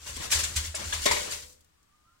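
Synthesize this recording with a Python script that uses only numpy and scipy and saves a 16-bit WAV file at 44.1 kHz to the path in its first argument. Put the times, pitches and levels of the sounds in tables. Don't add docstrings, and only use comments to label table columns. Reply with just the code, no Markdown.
import sys
import numpy as np
from scipy import signal
from scipy.fft import rfft, irfft, next_fast_len
from scipy.io import wavfile
from scipy.ndimage import uniform_filter1d, map_coordinates

SR = 44100
rng = np.random.default_rng(int(sys.argv[2]) if len(sys.argv) > 2 else 0)


def dump_mix(stems):
    frames = np.atleast_2d(stems).T
    limited = np.clip(frames, -1, 1)
    pcm = np.round(limited * 32767).astype(np.int16)
    wavfile.write(sys.argv[1], SR, pcm)


N = 97020

# start_s, level_db, low_hz, high_hz, spot_db, ring_db
# (the pitches are the struck spot's; spot_db and the whole wall's ring_db add to level_db)
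PAW_STRIKES = [(.06, -43.5, 960, 2100, -17, -4.5), (.167, -45.5, 249, 530, 5, -6),
               (.2, -42.5, 157, 350, 4.5, -1.5), (0.319, -35.5, 1540, 3400, -6, -2),
               (.563, -39.5, 1880, 4000, -7, -7), (.743, -40, 628, 1640, 4, -3.5),
               (0.79, -43.5, 840, 2850, 1.5, -8.5), (.815, -43, 591, 2217, 2.5, -10),
               (.9245, -29.5, 1680, 3520, 4, -14), (1.0573, -22, 607, 2200, 1.5, -2),
               (1.111, -26.5, 954, 1930, 6.5, -5.5), (1.162, -31.5, 920, 3750, -2, -3),
               (1.323, -43.5, 600, 1300, 3, -2.5)]
# frequency_hz, level_db
LOOSE_GRIT_SPECTRUM = [(100, -41.5), (1500, -24.5), (4000, -2), (7500, 3.5), (10500, -4), (16000, -8)]


def amp(db):
    return 10 ** (np.asarray(db) / 20)


def unit(x):
    return x / np.sqrt(np.mean(x ** 2) + 1e-20)


def along(points, hz):
    frequencies, values = np.transpose(points)
    return np.interp(np.log(hz + 1), np.log(frequencies + 1), values)


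def filtered(x, response):
    size = x.shape[-1]
    padded = next_fast_len(size + 8192)
    return irfft(rfft(x, padded) * response(np.fft.rfftfreq(padded, 1 / SR)), padded)[..., :size]


def coloured(x, spectrum):
    return unit(filtered(x, lambda hz: amp(along(spectrum, hz))))


def resonant_noise(centre_hz, width_hz):
    return unit(filtered(rng.standard_normal(N), lambda hz: 1 / (1 + ((hz - centre_hz) / width_hz) ** 2)))


def wobble(per_s):
    knots = rng.standard_normal(int(N * per_s / SR) + 4)
    return map_coordinates(knots, [np.arange(N) * per_s / SR])


def since(start_s):
    return np.maximum(np.arange(N) / SR - start_s, 0)


def decay(t, t60_s):
    return np.exp(-np.log(1000) * t / t60_s)


def stroke(start_s, rise_s, hold_s, t60_s):
    t = since(start_s)
    return np.minimum(t / rise_s, 1) * decay(np.maximum(t - rise_s - hold_s, 0), t60_s)


def at_microphones(pair):
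    # frequency_hz, correlation
    likeness = [(100, 0.3), (280, 0.7), (400, -0.57), (750, -.7), (1100, -0.2), (1800, 0.22), (2300, -0.3),
                (4000, -0.1)]
    # frequency_hz, left_minus_right_db
    balance = [(100, 0.5), (280, -1), (420, 1), (600, 6), (1000, 5.5), (1400, -1), (2200, 2.5), (3000, 9.5),
               (4200, 1.5), (5500, 9), (8000, -0.5), (15000, -1.5)]
    angle = lambda hz: np.arccos(np.clip(along(likeness, hz), -1, 1)) / 2
    mid, side = filtered(pair, lambda hz: np.array([np.cos(angle(hz)), np.sin(angle(hz))]))
    lean = lambda hz: amp(np.outer([0.5, -0.5], along(balance, hz)))
    left_right = np.array([mid + side, mid - side])
    return filtered(left_right, lambda hz: lean(hz) / np.sqrt(np.mean(lean(hz) ** 2, axis=0)))


def tank(x):
    # frequency_hz, t60_s
    tail_t60 = [(100, 1), (500, 0.52), (2000, 0.39), (8000, 0.42), (15000, 0.37)]
    direct_db, tail_db = -4.5, -4
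    size = SR * 3 // 4
    path_shares = np.array([wobble(per_s=220) for _ in range(8)])
    out = np.array([amp(direct_db) * x, np.zeros(N)])
    for share in path_shares / np.linalg.norm(path_shares, axis=0):
        hz, t, bands = signal.stft(rng.standard_normal((2, size)), SR, nperseg=256)
        bands *= decay(t, along(tail_t60, hz)[:, None])
        tail = signal.istft(bands, SR, nperseg=256)[1][:, :size]
        bounces = rng.standard_normal((2, size)) * decay(np.arange(size) / SR, t60_s=0.054)
        response = unit(unit(bounces) + amp(tail_db) * unit(tail)) / np.sqrt(size)
        out += signal.fftconvolve((share * x)[None], response, axes=1)[:, :N]
    return at_microphones(out)


def outdoor_air():
    # frequency_hz, level_db
    spectrum = [(25, -3), (75, -12.5), (150, -10.5), (300, -14), (600, -17), (1200, -15), (2000, -19),
                (5500, -22), (8500, -22), (10500, -29.5), (15500, -29)]
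    air = coloured(at_microphones(rng.standard_normal((2, N))), spectrum)
    hum = resonant_noise(72, width_hz=25)
    return amp(-68.5) * air + amp(-76) * hum


def distant_whistle():
    # start_s, length_s, start_hz, end_hz, level_db
    notes = [(1.753, 0.13, 1135, 1180, -83), (1.888, 0.152, 1170, 1230, -73),
             (2.006, 0.184, 1215, 1245, -76.5), (2.047, 0.103, 1308, 1420, -70.5),
             (2.053, 0.17, 1020, 1055, -82), (2.142, 0.062, 1370, 1440, -79.5)]
    waver_share, flutter_db = 0.01103, 4
    out = np.zeros(N)
    for start_s, length_s, start_hz, end_hz, db in notes:
        progress = np.minimum(since(start_s) / length_s, 1)
        waver = unit(uniform_filter1d(rng.standard_normal(N), size=300))
        hz = (start_hz + (end_hz - start_hz) * progress) * (1 + waver_share * waver)
        swell = np.sqrt(8 * progress * (1 - progress))
        out += amp(db + flutter_db * wobble(per_s=76)) * swell * np.sin(2 * np.pi * np.cumsum(hz) / SR)
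    return out * amp([[-1.5], [1.5]])


def settling_ticks():
    # start_s, level_db
    drops = [(1.607, -57.5), (1.645, -63), (1.829, -64)]
    crack = coloured(at_microphones(rng.standard_normal((2, N))), LOOSE_GRIT_SPECTRUM)
    return crack * sum(amp(db) * stroke(s, rise_s=0.0004, hold_s=0.0005, t60_s=0.048) for s, db in drops)


def trickle():
    grains_per_s = 630
    grains = rng.standard_normal(N) * (rng.random(N) < grains_per_s / SR)
    envelope = stroke(1.3, rise_s=0.0098, hold_s=0.22, t60_s=0.059)
    return amp(-56.5) * coloured(grains, LOOSE_GRIT_SPECTRUM) * envelope


def rumble():
    envelope = stroke(0, rise_s=0.13, hold_s=0.97, t60_s=1.27)
    return amp(-49.5) * resonant_noise(76.4, width_hz=12) * envelope


def shuffle():
    # time_s, grit_db, rubbing_db
    levels = [(0, -51.5, -57), (.05, -46, -54), (.1, -41.5, -47.5), (.16, -47.5, -56.5), (.24, -37, -38.5),
              (.29, -49.5, -48), (.36, -37, -37.5), (.52, -42, -48.5), (.66, -43, -47.5), (.725, -53, -63),
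              (.79, -42, -41), (.9, -37, -47.5), (1, -39, -49), (1.18, -33.5, -49), (1.28, -42, -42),
              (1.39, -44.5, -58.5), (1.51, -73, -75), (1.58, -83.5, -90)]
    times, *curves_db = np.transpose(levels)
    return [amp(np.interp(since(0), times, db, right=-np.inf)) for db in curves_db]


def rubbing():
    # frequency_hz, level_db
    spectrum = [(30, -13), (100, 2.5), (170, -8.5), (350, -7), (520, 0), (750, -6), (1000, -3), (2000, -7),
                (4000, -9.5), (10000, -29)]
    _, rubbing_gain = shuffle()
    return coloured(rng.standard_normal(N), spectrum) * rubbing_gain


def claw_catch():
    pitches = [5030, 7350, 9680]
    # width_hz, level_db
    bands = [(400, -39), (450, -34.5), (170, -39.5)]
    ring = sum(amp(db) * resonant_noise(hz, width_hz) for hz, (width_hz, db) in zip(pitches, bands))
    tick = ring * stroke(0.748, rise_s=0.0007, hold_s=0.0064, t60_s=0.041)
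    return tick + amp(-7.5) * tank(tick)


def wall_ring():
    # pitch_hz, level_db, t60_s
    steel_modes = [(417.5, -10, 0.62), (466.4, -16, 0.64), (497, -23, 1.4), (594.2, -4, 0.46),
                   (920, -7, 0.24), (974, -16, 0.64), (1074, -9, 0.3), (1917, -7.5, 0.38),
                   (2070, -10, 0.34), (2187, -1.5, 0.3), (2939, -17, 0.4), (3410, -14, 0.4),
                   (3785, -9.5, 0.32), (4650, -8.5, 0.27)]
    blur_share, rise_s = 0.012, 0.0028
    hz, mode_db, t60_s = np.transpose(steel_modes)
    t = np.arange(SR // 2) / SR
    drift = np.cumsum(rng.standard_normal((len(hz), len(t))), axis=1)
    drift *= np.sqrt(2 * np.pi * blur_share * hz / SR)[:, None]
    phase = 2 * np.pi * hz[:, None] * t + drift
    modes = np.exp(1j * phase) * decay(t, t60_s[:, None]) * (1 - np.exp(-t / rise_s))
    out = np.zeros((2, N + len(t)))
    for start_s, db, *_, ring_db in PAW_STRIKES:
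        gains = amp(mode_db + rng.normal(0, 2, (2, len(hz))))
        weights = gains * np.exp(2j * np.pi * rng.random((2, len(hz))))
        first = round(start_s * SR)
        out[:, first:first + len(t)] += amp(db + ring_db) * (weights @ modes).real
    return at_microphones(out[:, :N])


def struck_spots():
    quarter_turn = np.array([[0], [np.pi / 2]])
    out = np.zeros((2, N))
    for start_s, db, low_hz, high_hz, spot_db, _ in PAW_STRIKES:
        low = np.sin(2 * np.pi * low_hz * since(start_s) + quarter_turn)
        high = np.array([resonant_noise(high_hz, width_hz=130) for _ in range(2)])
        envelope = stroke(start_s, rise_s=0.0014, hold_s=0.0035, t60_s=0.049)
        out += amp(db + spot_db) * (low + amp(-6) * high) * envelope
    return at_microphones(out)


def knocks():
    # frequency_hz, level_db
    spectrum = [(60, -20), (230, -5), (340, -2.5), (600, -1), (770, -4), (1000, 4.5), (1400, -8.5),
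                (2200, 0.5), (2900, -2.5), (3700, -1.5), (6000, -21.5), (14000, -27.5)]
    out = np.zeros(N)
    for start_s, db, low_hz, *_ in PAW_STRIKES:
        bass_edge_hz = 0.4 * low_hz
        noise = coloured(rng.standard_normal(N), spectrum)
        clatter = filtered(noise, lambda hz: hz ** 2 / np.hypot(hz ** 2, bass_edge_hz ** 2))
        out += amp(db) * clatter * stroke(start_s, rise_s=0.001, hold_s=0.004, t60_s=0.17)
    return out


def thumps():
    # start_s, level_db
    landings = [(.002, -46.5), (0.091, -32), (0.139, -31.5), (0.264, -35.5), (0.34, -38), (0.352, -26),
                (0.431, -33.5), (0.521, -35.5), (0.561, -22), (0.678, -32), (0.855, -29), (0.934, -29),
                (0.983, -34), (1.1, -27), (1.244, -45.5), (1.326, -39), (1.428, -43)]
    # pitch_hz, level_db, t60_s
    air_modes = [(38, -13, 0.45), (74.26, -2, 0.25)]
    rise_s, low_cut_hz = 0.0052, 22
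    out = np.zeros(N)
    for start_s, db in landings:
        t = since(start_s)
        boom = sum(amp(mode_db) * np.sin(2 * np.pi * hz * t) * decay(t, t60_s)
                   for hz, mode_db, t60_s in air_modes)
        out -= amp(db) * boom * (1 - np.exp(-t / rise_s))
    return filtered(out, lambda hz: hz ** 4 / (hz ** 4 + low_cut_hz ** 4))


def claw_scrapes():
    # start_s, rise_s, hold_s, t60_s, level_db
    scrapes = [(0.055, 0.017, 0.026, 0.06, -39.5), (0.132, 0.014, 0.019, 0.053, -42),
               (0.162, .003, 0.0046, 0.045, -35.5), (0.229, .015, 0.014, 0.051, -39.5),
               (0.297, 0.011, 0.0019, 0.026, -30.5), (0.311, 0.0049, 0.015, 0.2, -20),
               (0.38, 0.011, .015, .06, -28), (0.428, 0.009, 0.0096, 0.044, -27),
               (0.541, 0.02, .003, .04, -35.5), (0.558, 0.0054, 0.0043, .12, -23.5),
               (0.633, .008, 0.031, .04, -37), (0.756, 0.0016, 0.004, 0.1, -32.5),
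               (0.928, 0.0033, 0.01, .07, -31), (1.009, .012, 0.025, .06, -34),
               (1.054, 0.00099, 0.0057, 0.058, -19.5), (1.109, 0.0027, 0.0059, 0.1, -22.5),
               (1.223, 0.0058, 0.0047, .05, -35.5), (1.294, 0.027, 0.008, .14, -32),
               (1.418, .004, 0.01, .08, -46)]
    # frequency_hz, level_db
    spectrum = [(100, -31.5), (500, -31), (1000, -14.5), (2000, -3), (4000, -1), (7500, 1), (9500, -6),
                (12000, -12), (16000, -17.5)]
    grains_per_s, spread_db, slide_gain = 2500, 1.5, 0.48
    sizes = amp(spread_db * np.minimum(rng.exponential(size=N), 4)) * rng.choice([-1, 1], N)
    grains = unit(sizes * (rng.random(N) < grains_per_s / SR))
    crunch = coloured(grains + slide_gain * rng.standard_normal(N), spectrum)
    shuffle_gain, _ = shuffle()
    scrape_power = sum((amp(db) * stroke(*timing)) ** 2 for *timing, db in scrapes)
    return crunch * np.sqrt(shuffle_gain ** 2 + scrape_power)


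def scene():
    paws = claw_scrapes() + trickle() + rubbing() + knocks()
    inside = tank(paws) + claw_catch() + settling_ticks()
    steel = struck_spots() + wall_ring()
    air_column = thumps() + rumble()
    return inside + steel + air_column + distant_whistle() + outdoor_air()


def record(dry):
    top_hz = 15900
    return filtered(dry, lambda hz: hz < top_hz)


dry = scene()
out = record(dry)
dump_mix(out)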